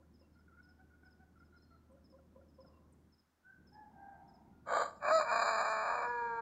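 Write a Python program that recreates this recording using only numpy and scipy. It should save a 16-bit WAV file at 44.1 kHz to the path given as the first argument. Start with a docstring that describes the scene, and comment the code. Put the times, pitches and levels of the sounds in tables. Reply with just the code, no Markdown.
"""Open country at dawn. A near rooster crows: a hoarse first syllable, a brief clear peak, then a long
rasp that settles into a clean falling note. Its syrinx sends rough pulses through throat and beak
resonances and twice locks into a pure stack of partials. Before it, far fowl cackle and cluck and a
distant rooster answers, while small birds chip in pairs: all gliding sine tones. Trees and ground
scatter the calls over a bed of low rumble, faint engine hum and thin hiss."""
import sys
import numpy as np
from scipy import signal
from scipy.fft import rfft, irfft, next_fast_len
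from scipy.io import wavfile
from scipy.ndimage import uniform_filter1d

SR = 44100
rng = np.random.default_rng(int(sys.argv[2]) if len(sys.argv) > 2 else 0)


def generate_wav(sig):
    """Save sig (samples, or channels by samples) to the path in sys.argv[1] as 16-bit PCM at SR."""
    pcm = np.round(np.clip(np.atleast_2d(sig).T, -1, 1) * 32767).astype(np.int16)
    wavfile.write(sys.argv[1], SR, pcm)


N = 282681
T = np.arange(N) / SR
CUTOFF_HZ = 15700
PEAK_START_S, PEAK_END_S = 5.114, 5.2   # the crow's clear peak
END_START_S, END_LOCK_S = 6.04, 0.045   # its clean ending locks in


def rooster(shudder_db=3.5, chest_db=-29, rough_gain_db=2.5, pure_clears_share=0.71):
    """The near crow: rasp through throat and beak, twice locking into a pure note."""
    throat_gain, beak_gain = effort()
    hz, hoarse, purity = voicing(throat_gain)
    rough = hoarse * (1 - pure_clears_share * purity)
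    throat, beak, chest = vocal_tract(syrinx(hz, rough))
    note = locked_notes(hz)
    shudder = from_db(shudder_db * rough * drift(92))
    lock = np.arcsin(np.sqrt(purity))   # equal-power crossfade from rasp to tone
    voice = np.cos(lock) * throat * shudder + np.sin(lock) * note + from_db(chest_db) * chest
    fader = between(0, T[-1], fade=.008) * from_db(rough_gain_db * (hoarse - .5))   # rougher is louder
    return fader * (throat_gain * voice + beak_gain * beak * shudder)


# the crow's three syllables: start t/s, release t/s, base level/dB, beak widest t/s, relative treble/dB
CROW_SYLLABLES = [(4.648, 4.825, -31, 4.84, -16), (4.996, 5.199, -28, 5.22, -16.5),
                  (5.22, 6.45, -31, 5.438, -13.5)]


def effort(peak_gain_db=3.5, opens_db_per_s=50.5, closes_db_per_s=20, end_treble_db=-8.5):
    """Throat and treble envelopes; the treble follows the beak as it opens and slowly closes."""
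    throat_power, beak_power = 0, 0
    for start, end, db, widest, treble_db in CROW_SYLLABLES:
        shut_db = opens_db_per_s * np.maximum(widest - T, 0) + closes_db_per_s * since(widest)
        gain = from_db(db + peak_gain_db * peak_arch()) * push(start, end)
        throat_power += gain ** 2
        beak_power += (gain * from_db(treble_db - shut_db)) ** 2
    darkening = from_db(end_treble_db * ramp(END_START_S, END_LOCK_S))
    return np.sqrt(throat_power), np.sqrt(beak_power) * darkening


def push(start, end, attack_s=.115, sag_db_per_s=7.5, release_db_per_s=250.5):
    """One syllable's breath: rounded attack, a sag as the air runs out, quick release."""
    fall_db = sag_db_per_s * since(start) + release_db_per_s * since(end)
    return np.sin(np.pi / 2 * ramp(start, attack_s)) ** 2 * from_db(-fall_db)


def peak_arch():
    """A round arch from 0 to 1 and back over the clear peak."""
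    return np.sqrt(np.maximum(np.sin(np.pi * ramp(PEAK_START_S, PEAK_END_S - PEAK_START_S)), 0))


# automation of the long third syllable: t/s, f/Hz, roughness/0-1
LONG_SYLLABLE = [(5.255, 451.8, 0.25), (5.295, 480.6, 0.04), (5.32, 465.3, .52), (5.55, 442.2, 0.36),
                 (5.64, 459.7, 0.54), (5.70, 441.8, 0.2), (5.82, 435.5, 0.14), (5.87, 458.6, 0.6),
                 (5.95, 481.4, 0.58)]


def voicing(gain, base_hz=601.8, hz_per_db=1.63, peak_lift_hz=37.85, sink_hz_per_s=75,
            short_rough=.62, waver=.012, drop_s=.015):
    """Pitch, roughness and share of pure tone through the crow; a hoarse voice wavers."""
    drive_db = 20 * np.log10(np.maximum(gain, from_db(-48))) + 31
    short_hz = base_hz + hz_per_db * drive_db + peak_lift_hz * peak_arch()   # louder is higher
    long_hz, long_rough = in_time(LONG_SYLLABLE)
    long_hz = long_hz - sink_hz_per_s * since(6.11)
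    peak = .94 * between(PEAK_START_S, PEAK_END_S, fade=.016)
    ending = .2 * ramp(5.87, .09) + .78 * ramp(END_START_S, END_LOCK_S)   # tone creeps in, then locks
    purity = np.clip(peak + ending, 0, 1)
    low_register = ramp(LONG_SYLLABLE[0][0] - drop_s, drop_s)
    hz = short_hz + low_register * (long_hz - short_hz)
    hoarse = short_rough + low_register * (long_rough - short_rough)
    return hz * (1 + waver * hoarse * (1 - purity) * drift(18)), hoarse, purity


def syrinx(hz, rough, slip=0.25, unevenness=0.51, rasp=0.98, hiss=0.15, break_s=5.31):
    """One pulse a cycle; rough pulses slip in time, vary in strength and let turbulent air through."""
    cycles = np.cumsum(hz) / SR + slip * rough * drift(138)
    count = np.floor(np.maximum.accumulate(cycles))
    at = np.flatnonzero(np.diff(count) > 0)
    late = np.clip((count[at + 1] - cycles[at]) / (cycles[at + 1] - cycles[at]), 0, 1)   # in samples
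    # pulses alternate strong and weak, far more once the long note breaks
    alternation = np.where(T < break_s, 0.2, 0.7)
    strength = 1 + alternation[at] * (-1) ** count[at]
    strength *= np.exp(unevenness * rough[at] * rng.standard_normal(len(at)))
    pulses = np.zeros(N)
    pulses[at], pulses[at + 1] = strength * (1 - late), strength * late
    breath = rms_one(rng.standard_normal(N) * (1 + np.cos(2 * np.pi * cycles)) ** 2)
    return rms_one(pulses) + (hiss + rasp * rough ** 2) * breath


# throat and beak formants, beak half shut and open: f/Hz, width/Hz, relative level/dB
HALF_SHUT_THROAT = [(560, 127, -2.5), (654.6, 95, -2), (906, 140, -3), (1177, 80, 3), (1545, 187, -6.5),
                    (2217, 75, -18)]
HALF_SHUT_BEAK = [(3190, 220, -4), (3780, 250, -3), (4130, 280, 0), (4690, 200, 0), (6300, 1200, -24),
                  (7200, 500, 1), (7900, 220, -10), (10500, 2400, -27), (14000, 3000, -36)]
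OPEN_THROAT = [(490, 130, -18), (660, 170, 0), (895, 150, -4), (1170, 220, 1), (1520, 180, -5),
               (1700, 180, -5), (2380, 170, -9)]
OPEN_BEAK = [(3950, 300, -5), (4280, 300, -1.5), (4840, 180, 0), (6100, 1200, -29), (7130, 340, -2),
             (7700, 550, -22), (10400, 2000, -30), (13500, 4000, -42)]


def vocal_tract(source, body_top_hz=2500):
    """Throat, beak and chest colour the pulses; the beak is half shut in the first syllable."""
    smeared = disperse(source)
    half_shut = between(4.5, 5.0)
    throat = half_shut * resonate(source, HALF_SHUT_THROAT, body_top_hz)
    throat += (1 - half_shut) * resonate(source, OPEN_THROAT, body_top_hz, order=3)
    beak = half_shut * resonate(smeared, HALF_SHUT_BEAK, CUTOFF_HZ, order=3)
    beak += (1 - half_shut) * resonate(smeared, OPEN_BEAK, CUTOFF_HZ, order=3)
    chest = resonate(smeared, [(308, 200, 0)], body_top_hz)   # low rasp leaks through the body
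    return throat, beak, chest


def resonate(x, formants, top_hz, order=2):
    """Parallel steep-sided resonances under a low-pass, levelled to unit power."""
    out = 0
    for hz, width, db in formants:
        edges = [hz - width / 2, min(hz + width / 2, SR * .45)]
        out += from_db(db) * bandpass(x, edges, order)
    out = signal.sosfilt(signal.cheby1(12, .5, top_hz, fs=SR, output="sos"), out)
    return out / np.sqrt(np.abs(uniform_filter1d(out ** 2, size=900)) + 1e-12)


def disperse(x):
    """All-pass reflections smear each pulse over some milliseconds without colouring it."""
    for lag in (43, 71, 113):
        loop = np.r_[1, np.zeros(lag - 1), -.6]
        x = signal.lfilter(loop[::-1], loop, x)
    return x


# partials of the clear peak and the clean ending: multiple of the pitch, relative level/dB
PEAK_TONE = [(1, 1), (2, -1.5), (3, -21.5), (4, -51), (9, -39)]
END_TONE = [(.5, -22.5), (1, -4.5), (1.5, -22.5), (2, 2.5), (2.5, -10.5), (3, -8), (3.5, -4.5), (4, -27.5),
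            (4.5, -35.5), (5, -21), (7.5, -44), (9, -34.5), (10, -58), (12, -48.5), (13.5, -45.5)]


def locked_notes(hz):
    """The locked voice: one timbre for the peak, a richer one for the ending."""
    return np.where(T < 5.6, pure_note(hz, PEAK_TONE, jitter=.002917), pure_note(hz, END_TONE))


def pure_note(hz, partials, jitter=.002, flutter_db=1.5):
    """A clean stack of partials with a slight waver."""
    phase = turn(hz * (1 + jitter * drift(48)))
    return rms_one(sum(from_db(db + flutter_db * drift(39)) * np.sin(k * phase) for k, db in partials))


def brief_hiss(db=-64):
    """A short bright hiss in the middle of the crow."""
    colour = [(3000, -26), (6000, 7.5), (8500, 2), (12000, -33), (15500, -19)]
    return from_db(db) * between(5.672, 5.742, fade=.03) * noise(colour)


# the answering crow: t/s, length/s, top f/Hz, droop/octaves, fundamental level/dB, overtone level/dB
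ANSWER_SYLLABLES = [(3.427, .16, 771.5, 0.063, -83, -59), (3.711, 0.18, 858, .09, -55.5, -67),
                    (3.917, 0.32, 795, 0.023, -53, -63)]


def far_rooster(jitter=0.0148, rasp=0.31, rasp_hz=70, swell=1.16):
    """Only two partials of a distant hoarse crow carry; each syllable arches in pitch and level."""
    out, waver = 0, 1 + jitter * drift(97)
    for start, length, hz, droop, low_db, high_db in ANSWER_SYLLABLES:
        progress = ramp(start, length)
        phase = turn(hz * waver * 2 ** (-droop * (2 * progress - 1) ** 2))
        tone = from_db(low_db) * np.sin(phase) + from_db(high_db) * np.sin(2 * phase)
        out += np.abs(np.sin(np.pi * progress)) ** swell * tone
    return out * (1 + rasp * drift(rasp_hz))


def far_rasp(db=-66, swell_s=0.45):
    """The hoarse part of the distant crow, smeared over the fields."""
    colour = [(450, -39), (680, 6), (800, 5.5), (950, 2.5), (1100, -22), (1280, -11), (1600, -20.5),
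              (2200, -22.5), (4000, -77)]
    swell = np.exp(-((T - 4.16) / swell_s) ** 2) * between(3.7, 4.7, fade=0.21)
    return from_db(db) * swell * noise(colour)


# far cackles: t/s, length/s, f/Hz, relative level/dB, fundamental against second partial/dB
CACKLE_NOTES = [(0.346, 0.082, 736, -74.5, -17), (0.478, 0.026, 742, -67.5, -21),
                (0.507, 0.059, 712, -73.5, -21), (0.564, 0.054, 749, -64.5, -25),
                (.665, 0.072, 770, -78, -7.5), (0.779, 0.066, 787, -79, -3), (.895, .072, 761, -71.5, -22),
                (1.024, .072, 777, -71.5, -8.5), (1.18, 0.066, 786, -78.5, -2),
                (1.355, 0.031, 713, -74, -20), (1.398, .05, 725, -68.5, -22), (1.519, 0.068, 739, -71, -18),
                (1.698, 0.081, 704, -73, -10)]


def cackles(third_db=-21.5):
    """Far fowl cackle in a run of short scooped notes, led by the second partial."""
    out = np.zeros(N)
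    for start, length, hz, db, low_db in CACKLE_NOTES:
        add(out, start, from_db(db) * fowl_note(length, hz, [(1, low_db), (2, 0), (3, third_db)]))
    return out


# lower clucks: t/s, length/s, relative level/dB
CLUCK_NOTES = [(-.01, 0.039, -68.5), (0.211, .028, -73.5), (1.895, 0.078, -67), (2.12, .066, -66.5),
               (2.348, .066, -65), (2.579, .07, -64.5)]


def clucks(hz=533.5, rise=1.113, fade_db=7, flick_hz=696, flick_s=.02):
    """Rising clucks: a second partial brightens the attack, an upward flick of the voice ends each."""
    out = np.zeros(N)
    attack = fowl_note(.038, hz, [(2, -10.5)])
    flick = fowl_note(flick_s, flick_hz, [(1, -14), (2, -14)], bend_octaves=0)
    for start, length, db in CLUCK_NOTES:
        phase, envelope = glide(length, hz, hz, hz * rise)
        fader = from_db(db + fade_db * np.linspace(.5, -.5, len(phase)))
        add(out, start, fader * np.sqrt(envelope) * np.sin(phase))
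        add(out, start, from_db(db) * attack)
        add(out, start + length - flick_s / 4, from_db(db) * flick)
    return out


def fowl_note(length, hz, partials, bend_octaves=-.07, warble=0.027, warble_hz=28):
    """A short warbling note whose pitch bends and comes back."""
    phase, envelope = glide(length, hz, hz * 2 ** bend_octaves, hz)
    phase += turn(hz * warble * np.cos(2 * np.pi * warble_hz * T[:len(phase)]))
    return envelope * sum(from_db(db) * np.sin(k * phase) for k, db in partials)


def last_cluck_echo(start=2.65, db=-68, t60=1.0):
    """The last, loudest cluck hangs in the air as a tail of tuned noise."""
    colour = [(350, -25), (520, -2), (700, -9), (920, -15), (1060, 0), (1250, -20), (2500, -66)]
    return from_db(db - 60 * since(start) / t60) * between(start, 3.2) * noise(colour)


# pairs of chips: t/s, relative level/dB
CHIP_PAIRS = [(0.151, -77.5), (0.343, -85.5), (.643, -76.5), (1.062, -77.5), (1.402, -84), (1.576, -76.5),
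              (2.055, -76.5), (2.497, -83.5), (2.616, -76), (3.136, -77), (3.684, -73), (4.293, -77),
              (4.914, -85), (6.03, -73), (6.211, -91)]


def chips(gap_s=.058, length_s=0.037):
    """A small bird chips in pairs, each a quick falling sweep."""
    out = np.zeros(N)
    phase, envelope = glide(length_s, start_hz=5430, middle_hz=5180, end_hz=4800)
    chip = envelope ** 2 / np.sqrt(2) * np.sin(phase)
    for first, db in CHIP_PAIRS:
        for centre in (first, first + gap_s):
            add(out, centre - length_s / 2, from_db(db) * chip)
    return out


# bird whistles: t/s, length/s, start f/Hz, middle f/Hz, end f/Hz, relative level/dB
WHISTLE_NOTES = [(0.214, 0.052, 2900, 2720, 2770, -85), (0.336, 0.034, 4450, 4300, 4100, -88),
                 (1.502, 0.33, 3860, 4240, 4000, -87), (1.913, 0.019, 9200, 8440, 7960, -81.5),
                 (2.726, 0.061, 2860, 2730, 2760, -86), (2.923, 0.018, 10400, 8100, 6360, -77.5),
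                 (4.503, 0.19, 1424, 1410, 1430, -78)]


def whistles():
    """Other birds add a few thin, gliding sine whistles."""
    out = np.zeros(N)
    for start, length, start_hz, middle_hz, end_hz, db in WHISTLE_NOTES:
        phase, envelope = glide(length, start_hz, middle_hz, end_hz)
        add(out, start, from_db(db) * envelope * np.sin(phase))
    return out


# decay of the outdoor reverb: f/Hz, t60/s
SCATTER_DECAY = [(200, 0.97), (800, 0.97), (2000, 0.41), (5000, 0.65), (12000, 1)]


def echo(x, build_s=0.012):
    """Diffuse scatter from trees and ground, the upper mids dying first."""
    t = T[:SR]
    tail = 0
    for low in 200 * 2. ** np.arange(6):
        band = bandpass(rng.standard_normal(SR), [low, 2 * low])
        tail += band * from_db(-60 * t / at_hz(SCATTER_DECAY, low * np.sqrt(2)))
    tail *= 1 - np.exp(-t / build_s)
    return signal.fftconvolve(x, tail / np.linalg.norm(tail))[:N]


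# colour of the low bed: f/Hz, relative level/dB
RUMBLE_COLOUR = [(25, -16.5), (42, -15.5), (60, -9.5), (100, -9), (140, -6), (210, -3), (350, -9.5),
                 (440, -18), (650, -24.5), (1000, -27), (1500, -41), (2500, -46), (5000, -76.5)]


def rumble_and_hum(start_db=-69, rise_db_per_s=0.76, hum_hz=77.6, waver=.008, dip_db=-18):
    """A slowly growing rumble and a far engine's hum; both dip briefly and the hum returns weaker."""
    fallen, back = ramp(3.043, 0.25), ramp(3.385, 0.22)
    hum = np.sqrt(2) * np.sin(turn(hum_hz * (1 + waver * drift(3.4)))) * from_db(start_db - 4.5 * back)
    rumble = from_db(start_db + rise_db_per_s * T) * noise(RUMBLE_COLOUR)
    return from_db(dip_db * fallen * (1 - back)) * (rumble + hum)


# colour of the country air: f/Hz, relative level/dB
AIR_COLOUR = [(1500, 11.5), (2500, 1), (4000, -0.5), (6000, -1), (9000, -5.5), (15500, -6)]


def air(db=-81):
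    """A thin steady hiss behind everything."""
    return from_db(db) * noise(AIR_COLOUR)


def from_db(db):
    """Decibels to gain."""
    return 10 ** (np.asarray(db) / 20)


def rms_one(x):
    """Scale to unit power."""
    return x / np.sqrt(np.mean(x ** 2) + 1e-20)


def in_time(rows):
    """One automation curve per column after the time column."""
    times, *columns = np.transpose(rows)
    return [np.interp(T, times, column) for column in columns]


def at_hz(points, hz):
    """Read a table on a log-frequency axis."""
    f, value = np.transpose(points)
    return np.interp(np.log(hz + 1e-3), np.log(f), value)


def drift(rate_hz, size=2 ** 15, hop=16):
    """Smooth random wander of spread 1."""
    f = np.fft.rfftfreq(size, hop / SR)
    slow = irfft(rfft(rng.standard_normal(size)) / (1 + (f / rate_hz) ** 2))
    return np.interp(np.arange(N) / hop, np.arange(size), rms_one(slow))


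def noise(colour):
    """Steady unit-power noise shaped by points of f/Hz, relative level/dB."""
    size = next_fast_len(N)
    gain = from_db(at_hz(colour, np.fft.rfftfreq(size, 1 / SR)))
    return rms_one(irfft(rfft(rng.standard_normal(size)) * gain, size)[:N])


def bandpass(x, edges_hz, order=2):
    """Keep one band."""
    return signal.sosfilt(signal.butter(order, edges_hz, "band", fs=SR, output="sos"), x)


def turn(hz):
    """Phase in radians of a moving pitch."""
    return 2 * np.pi * np.cumsum(hz) / SR


def glide(length, start_hz, middle_hz, end_hz):
    """Phase and rounded envelope of a note whose pitch follows an arc."""
    progress = np.linspace(0, 1, int(length * SR))
    hz = np.polyval(np.polyfit([0, .5, 1], [start_hz, middle_hz, end_hz], 2), progress)
    return turn(hz), np.sqrt(2) * signal.windows.tukey(len(progress), .45)


def since(start):
    """Seconds past a cue, zero before it."""
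    return np.maximum(T - start, 0)


def ramp(start, length):
    """Rise from 0 to 1 over a given time."""
    return np.clip((T - start) / length, 0, 1)


def between(start, end, fade=0.013):
    """A soft gate."""
    return ramp(start, fade) * np.clip((end - T) / fade, 0, 1)


def add(out, start, note):
    """Mix a note in at its cue."""
    at = int(round(start * SR))
    note, at = note[max(-at, 0):], max(at, 0)
    out[at:at + len(note)] += note[:N - at]


def scene(fowl_db=3, fowl_flutter_db=3.5, bird_db=-1, bird_flutter_db=2):
    """The mono mix: the farther the caller, the higher its echo send."""
    near = rooster()
    fowl = from_db(fowl_db + fowl_flutter_db * drift(62)) * (cackles() + clucks())
    far = far_rooster()
    birds = from_db(bird_db + bird_flutter_db * drift(60)) * (chips() + whistles())
    scatter = echo(from_db(-22) * near + from_db(-11) * fowl + from_db(-8) * far + from_db(-13) * birds)
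    calls = near + brief_hiss() + fowl + last_cluck_echo() + far + far_rasp() + birds
    return (calls + scatter + rumble_and_hum() + air())[None]


def record(dry):
    """A steep high cut on the master."""
    return signal.sosfilt(signal.ellip(10, .1, 70, CUTOFF_HZ, fs=SR, output="sos"), dry)


dry = scene()
out = record(dry)
generate_wav(out)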